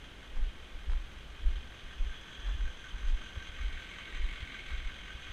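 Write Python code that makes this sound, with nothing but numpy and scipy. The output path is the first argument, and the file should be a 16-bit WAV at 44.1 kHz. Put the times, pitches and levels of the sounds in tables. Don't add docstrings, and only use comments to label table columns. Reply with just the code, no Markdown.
import sys
import numpy as np
from scipy import signal
from scipy.fft import rfft, irfft, next_fast_len
from scipy.io import wavfile
from scipy.ndimage import uniform_filter1d

SR = 44100
rng = np.random.default_rng(int(sys.argv[2]) if len(sys.argv) > 2 else 0)


def level_to_linear(level):
    exponent = np.asarray(level, float) / 20
    return 10 ** exponent


def wav_record(signal):
    frames = np.transpose(np.atleast_2d(signal))
    bounded = np.clip(frames, -1, 1)
    quanta = np.round(bounded * 32767).astype(np.int16)
    wavfile.write(sys.argv[1], SR, quanta)


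N = 234964
T = np.arange(N) / SR

# t/s, peak level/dB, swing f/Hz, spread/s
JOLTS = [(0.387, -24, 20.2, 0.022), (0.436, -24, 33.4, 0.022), (0.471, -33.5, 49, 0.019),
         (0.893, -25.5, 52, 0.011), (0.922, -23, 24, 0.025), (0.961, -29, 42, 0.012),
         (1.0, -33.5, 34, 0.02), (1.468, -17, 34.5, 0.010), (1.514, -24.5, 27, 0.019),
         (1.55, -31, 46, 0.02), (2.018, -22.5, 30, 0.011), (2.068, -30.5, 53, 0.013),
         (2.102, -33, 22, 0.011), (2.491, -26.5, 41.8, 0.028), (2.552, -28.5, 55, 0.0073),
         (2.619, -27, 41.5, 0.023), (2.654, -23, 30, 0.006), (3.047, -25, 39, 0.0088),
         (3.105, -20.5, 26, 0.036), (3.141, -25.5, 48, 0.013), (3.622, -31.5, 57, 0.017),
         (3.652, -27, 42.6, 0.023), (3.733, -34.5, 23, 0.026), (4.206, -23, 29, 0.0087),
         (4.249, -24, 32, 0.014), (4.29, -35, 30, 0.026), (4.738, -31, 58, 0.017),
         (4.767, -33, 25.3, 0.053), (4.864, -27, 29.6, 0.013)]
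# t/s, peak level/dB, swing f/Hz
TAPS = [(0.757, -34.5, 28.7), (1.171, -43, 53.3), (1.854, -39, 30), (2.395, -38, 43), (2.946, -32, 37.6),
        (3.377, -31, 64), (3.496, -38, 49.6), (4.156, -32, 28), (4.431, -31.5, 61.6), (5.052, -50, 38),
        (5.154, -36.5, 50), (5.305, -37.5, 53.7)]
# f/Hz, level/dB per Hz
SWAY_COLOUR = [(4, 1), (12, 2.5), (25, 7), (45, 1.5), (62, 7), (78, -16), (95, -31), (130, -60), (250, -92)]
# t/s, level/dB, length/s, centre f/Hz
CRUNCHES = [
    (0.349, -56, 0.03, 1100),
    (0.885, -56, 0.05, 1000),
    (1.452, -63, 0.076, 1500),
    (1.997, -65, 0.05, 1500),
    (2.457, -55.5, 0.043, 990),
    (3.058, -60, 0.066, 1500),
    (3.354, -59, 0.023, 810),
    (3.631, -64, 0.047, 1500),
    (4.196, -62, 0.12, 1480),
    (4.678, -57, 0.029, 1400),
]
# t/s, peak level/dB, f/Hz
CRACKS = [
    (.37, -43, 1300),
    (.898, -38, 1600),
    (.92, -46, 1000),
    (.934, -40, 1300),
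    (2.465, -45, 1200),
    (2.49, -46, 900),
    (4.706, -37, 1500),
]
# level at 5 m/dB, hidden level/dB, shows at t/s, takes/s, hides at t/s
PARTS = [
    (-53.5, -6.5, 1.94, 0.43, 5),
    (-51.5, -8, 3.56, 0.074, 4.88),
    (-54, -2, 1.34, 0.1, 5),
    (-66, -5, 1.95, .2, 3.65),
]
# f/Hz, width/Hz, level/dB
SUMP_RINGS = [(1166, 102, -10), (1315, 110, -13), (1525, 71, -3), (1572, 45, -1), (1736, 286, -11)]
BLOCK_RINGS = [(1903, 60, 0), (2056, 210, -7.5), (2130, 116, -2.5), (2214, 160, 1), (2747, 310, -8.5),
               (3780, 460, -12), (7500, 1700, -30.5)]
HEAD_RINGS = [(2480, 69, 2), (2880, 340, -4), (3130, 150, 2.5), (3303, 300, -1.5), (3410, 110, -5.5),
              (3840, 400, -9.5), (4650, 540, -20.5)]
PUMP_RINGS = [(6225, 470, 0.5), (7950, 1360, -17)]
# sump level/dB, block level/dB, head level/dB, pump level/dB
CYLINDERS = [(-4.5, -1, -1, -1), (-4.5, 0, -1.5, -1), (0, 0, -1.5, -1), (-1.5, -2, -1, 0),
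             (-3.5, -3, 0, -1), (-7, -2.5, 0, -2), (-5.5, -3.5, -2.5, -4.5), (-4, -3, -3, -1)]
# t/s, level/dB
AIR = [
    (1.9, -71),
    (2.15, -58),
    (2.3, -57.5),
    (2.52, -54),
    (2.6, -64),
    (2.9, -73),
]
# f/Hz, level/dB per Hz
AIR_COLOUR = [(1200, -32), (1750, -1), (2100, -33), (2900, -16), (3300, 1), (3500, -4), (3620, -33),
              (5000, -50)]
# f/Hz, level/dB per Hz
LOT_COLOUR = [(45, -34), (70, -1.5), (130, -6), (250, -8.5), (500, -13), (850, -16.5), (1400, -14.5),
              (2400, -18), (3400, -17.5), (4300, -27.5), (6000, -32), (9000, -36.5), (12300, -43),
              (15500, -46)]
TOP_DROPOUTS = [
    .385,
    .91,
    4.245,
]

FIRING_HZ, FIRST_FIRING_S = 42.865, -0.0065
START_M, WALK_M_S = 8.78, 0.97


def level(x, db):
    return x * level_to_linear(db) / np.sqrt(np.mean(x ** 2))


def ring(x, hz, width_hz):
    return signal.lfilter(*signal.iirpeak(hz, hz / width_hz, fs=SR), x)


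def coloured(colour):
    size = next_fast_len(N)
    hz = np.arange(size // 2 + 1) * SR / size
    points_hz, points_db = np.transpose(colour)
    gain = level_to_linear(np.interp(np.log(np.maximum(hz, 1)), np.log(points_hz), points_db))
    return irfft(rfft(rng.standard_normal(size)) * gain, size)[:N]


def wander(rate_hz):
    hold = int(SR / rate_hz)
    steps = np.repeat(rng.standard_normal(N // hold + 1), hold)
    return 0.69 * uniform_filter1d(uniform_filter1d(steps, hold), hold)[:N]


def add(out, s, piece):
    i = int(s * SR)
    out[i:i + len(piece)] += piece[:N - i]


def turn_on(s, span_s):
    return 1 / (1 + np.exp(-(T - s) / span_s))


def panels(x, rings):
    size = next_fast_len(N)
    f = np.arange(size // 2 + 1) * SR / size
    power = sum(level_to_linear(2 * db) / (1 + ((f - hz) / width) ** 2 * 2) ** 2 for hz, width, db in rings)
    cepstrum = irfft(np.log(power) / 2, size)
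    cepstrum[1:size // 2] *= 2
    cepstrum[size // 2 + 1:] = 0
    return irfft(rfft(x, size) * np.exp(rfft(cepstrum)), size)[:N]


def mount():
    sway_db = -50.5
    shudder_db, rise_s, fall_s = -17, 0.053, 0.077
    tap_cycles, edge_db, edge_ratio = 0.41, -18, 2.67
    push = 0.24

    power = level_to_linear(2 * sway_db)
    for s, db, *_ in JOLTS:
        shape = np.exp(-2 * np.maximum((s - T) / rise_s, (T - s) / fall_s))
        power = power + level_to_linear(2 * (db + shudder_db)) * shape
    out = level(coloured(SWAY_COLOUR), 0) * np.sqrt(power) * level_to_linear(1.1 * wander(9.6))

    swings = list(JOLTS)
    for s, db, hz in TAPS:
        swings.append((s, db, hz, tap_cycles / hz))
        swings.append((s, db + edge_db, hz * edge_ratio, tap_cycles / hz / edge_ratio ** 0.5))
    t = T[:SR // 2] - 1 / 4
    for s, db, hz, spread_s in swings:
        swing = np.exp(-(t / spread_s) ** 2 / 2) * (push + np.cos(2 * np.pi * hz * t))
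        add(out, s - 1 / 4, -level_to_linear(db) * swing)
    return out


def gravel():
    grains_per_s, spread_db, crack_s = 900, 3.5, 0.00089
    out = np.zeros(N)
    for s, db, length_s, hz in CRUNCHES:
        chance, size, sign = rng.random((3, SR // 4))
        grains = (chance < grains_per_s / SR) * level_to_linear(-spread_db * np.log(size)) * np.sign(sign - 0.5)
        crunch = level(ring(ring(grains, hz, 2 * hz), hz, 2 * hz), db)
        t = T[:SR // 4] / length_s
        add(out, s, crunch * 2 * np.e * t * np.exp(-2 * t))
    t = T[:SR // 50]
    for s, db, hz in CRACKS:
        add(out, s, level_to_linear(db) * np.exp(-t / crack_s) * np.sin(2 * np.pi * hz * t))
    return out


def diesel():
    knock_s, rise_s = 0.006, 0.0025
    second_db, second_at = -4, 0.8
    valves_db, scatter_db = -8, 1.0
    blow_db, blow_loss_db, blow_s, jitter_s = 18.5, 7.0, 0.002018, 0.0004

    turn = (T - FIRST_FIRING_S) * FIRING_HZ
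    firing = turn.astype(int)
    since_s = (turn - firing) / FIRING_HZ
    late_s = (turn - second_at) % 1 / FIRING_HZ
    knock = 0
    for db, t in ((0, since_s), (second_db, late_s)):
        knock = knock + level_to_linear(db) * (np.exp(-t / knock_s) - np.exp(-t / rise_s))
    scatter, timing = rng.standard_normal((firing[-1] + 1, 2))[firing].T
    blow = (since_s * SR).astype(int) == ((blow_s + jitter_s * timing) * SR).astype(int)
    near_db = -20 * np.log10((START_M - WALK_M_S * T) / 5)
    cylinder_db = np.array(CYLINDERS)[firing % len(CYLINDERS)]

    out = 0
    for k, rings in enumerate((SUMP_RINGS, BLOCK_RINGS, HEAD_RINGS, PUMP_RINGS)):
        strike = level_to_linear(cylinder_db[:, k] + scatter_db * scatter)
        ragged, valves = rng.standard_normal((2, N))
        rattle = strike * (knock * ragged + level_to_linear(blow_db - blow_loss_db * k) * blow + level_to_linear(valves_db) * valves)
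        db, hidden_db, shows_s, takes_s, hides_s = PARTS[k]
        seen = turn_on(shows_s, takes_s) * (1 - turn_on(hides_s, takes_s))
        out = out + level(panels(rattle, rings), db + near_db + hidden_db * (1 - seen))
    return out


def air():
    swell_db = np.interp(T, *np.transpose(AIR), left=-120, right=-120)
    return level(coloured(AIR_COLOUR), 0) * level_to_linear(swell_db + 1.8 * wander(31.5))


def lot():
    size = next_fast_len(N)
    hz = np.arange(size // 2 + 1) * SR / size
    hum = rfft(level(coloured(LOT_COLOUR), -54.5), size)
    swell = wander(0.57)
    octaves = np.log2(np.maximum(hz, 60) / 60)
    out = 0
    for octave in range(9):
        share = np.clip(1 - np.abs(octaves - octave), 0, 1)
        flicker = level_to_linear(0.5 * swell + 0.22 * wander(5.67))
        out = out + flicker * irfft(hum * share, size)[:N]
    return out


def scene():
    return (mount() + gravel() + diesel() + air() + lot())[None]


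def patchy_top(x):
    edge_hz, top_hz, kept, kept_gain, hole_db = 12800, 15010, 0.55, 1.35, -30
    hz, s, frames = signal.stft(x, SR, nperseg=2048)
    patches = rng.random((len(hz) // 5 + 1, len(s) // 2 + 1)) < kept
    patches = np.repeat(np.repeat(patches, 5, axis=0), 2, axis=1)[:len(hz), :len(s)]
    present = np.abs(s[:, None] - TOP_DROPOUTS).min(axis=1) > 0.024
    gain = np.where(patches, kept_gain, level_to_linear(hole_db)) * present
    gain[hz < edge_hz] = 1
    gain[hz > top_hz] = 0
    return signal.istft(frames * gain, SR)[1][..., :N]


def band_limit(x):
    return signal.sosfilt(signal.butter(12, 15150, fs=SR, output="sos"), x)


def record(dry):
    highpass = signal.butter(2, 5.0, "high", fs=SR, output="sos")
    mix = patchy_top(signal.sosfilt(highpass, dry))
    return band_limit(mix)


dry = scene()
out = record(dry)
wav_record(out)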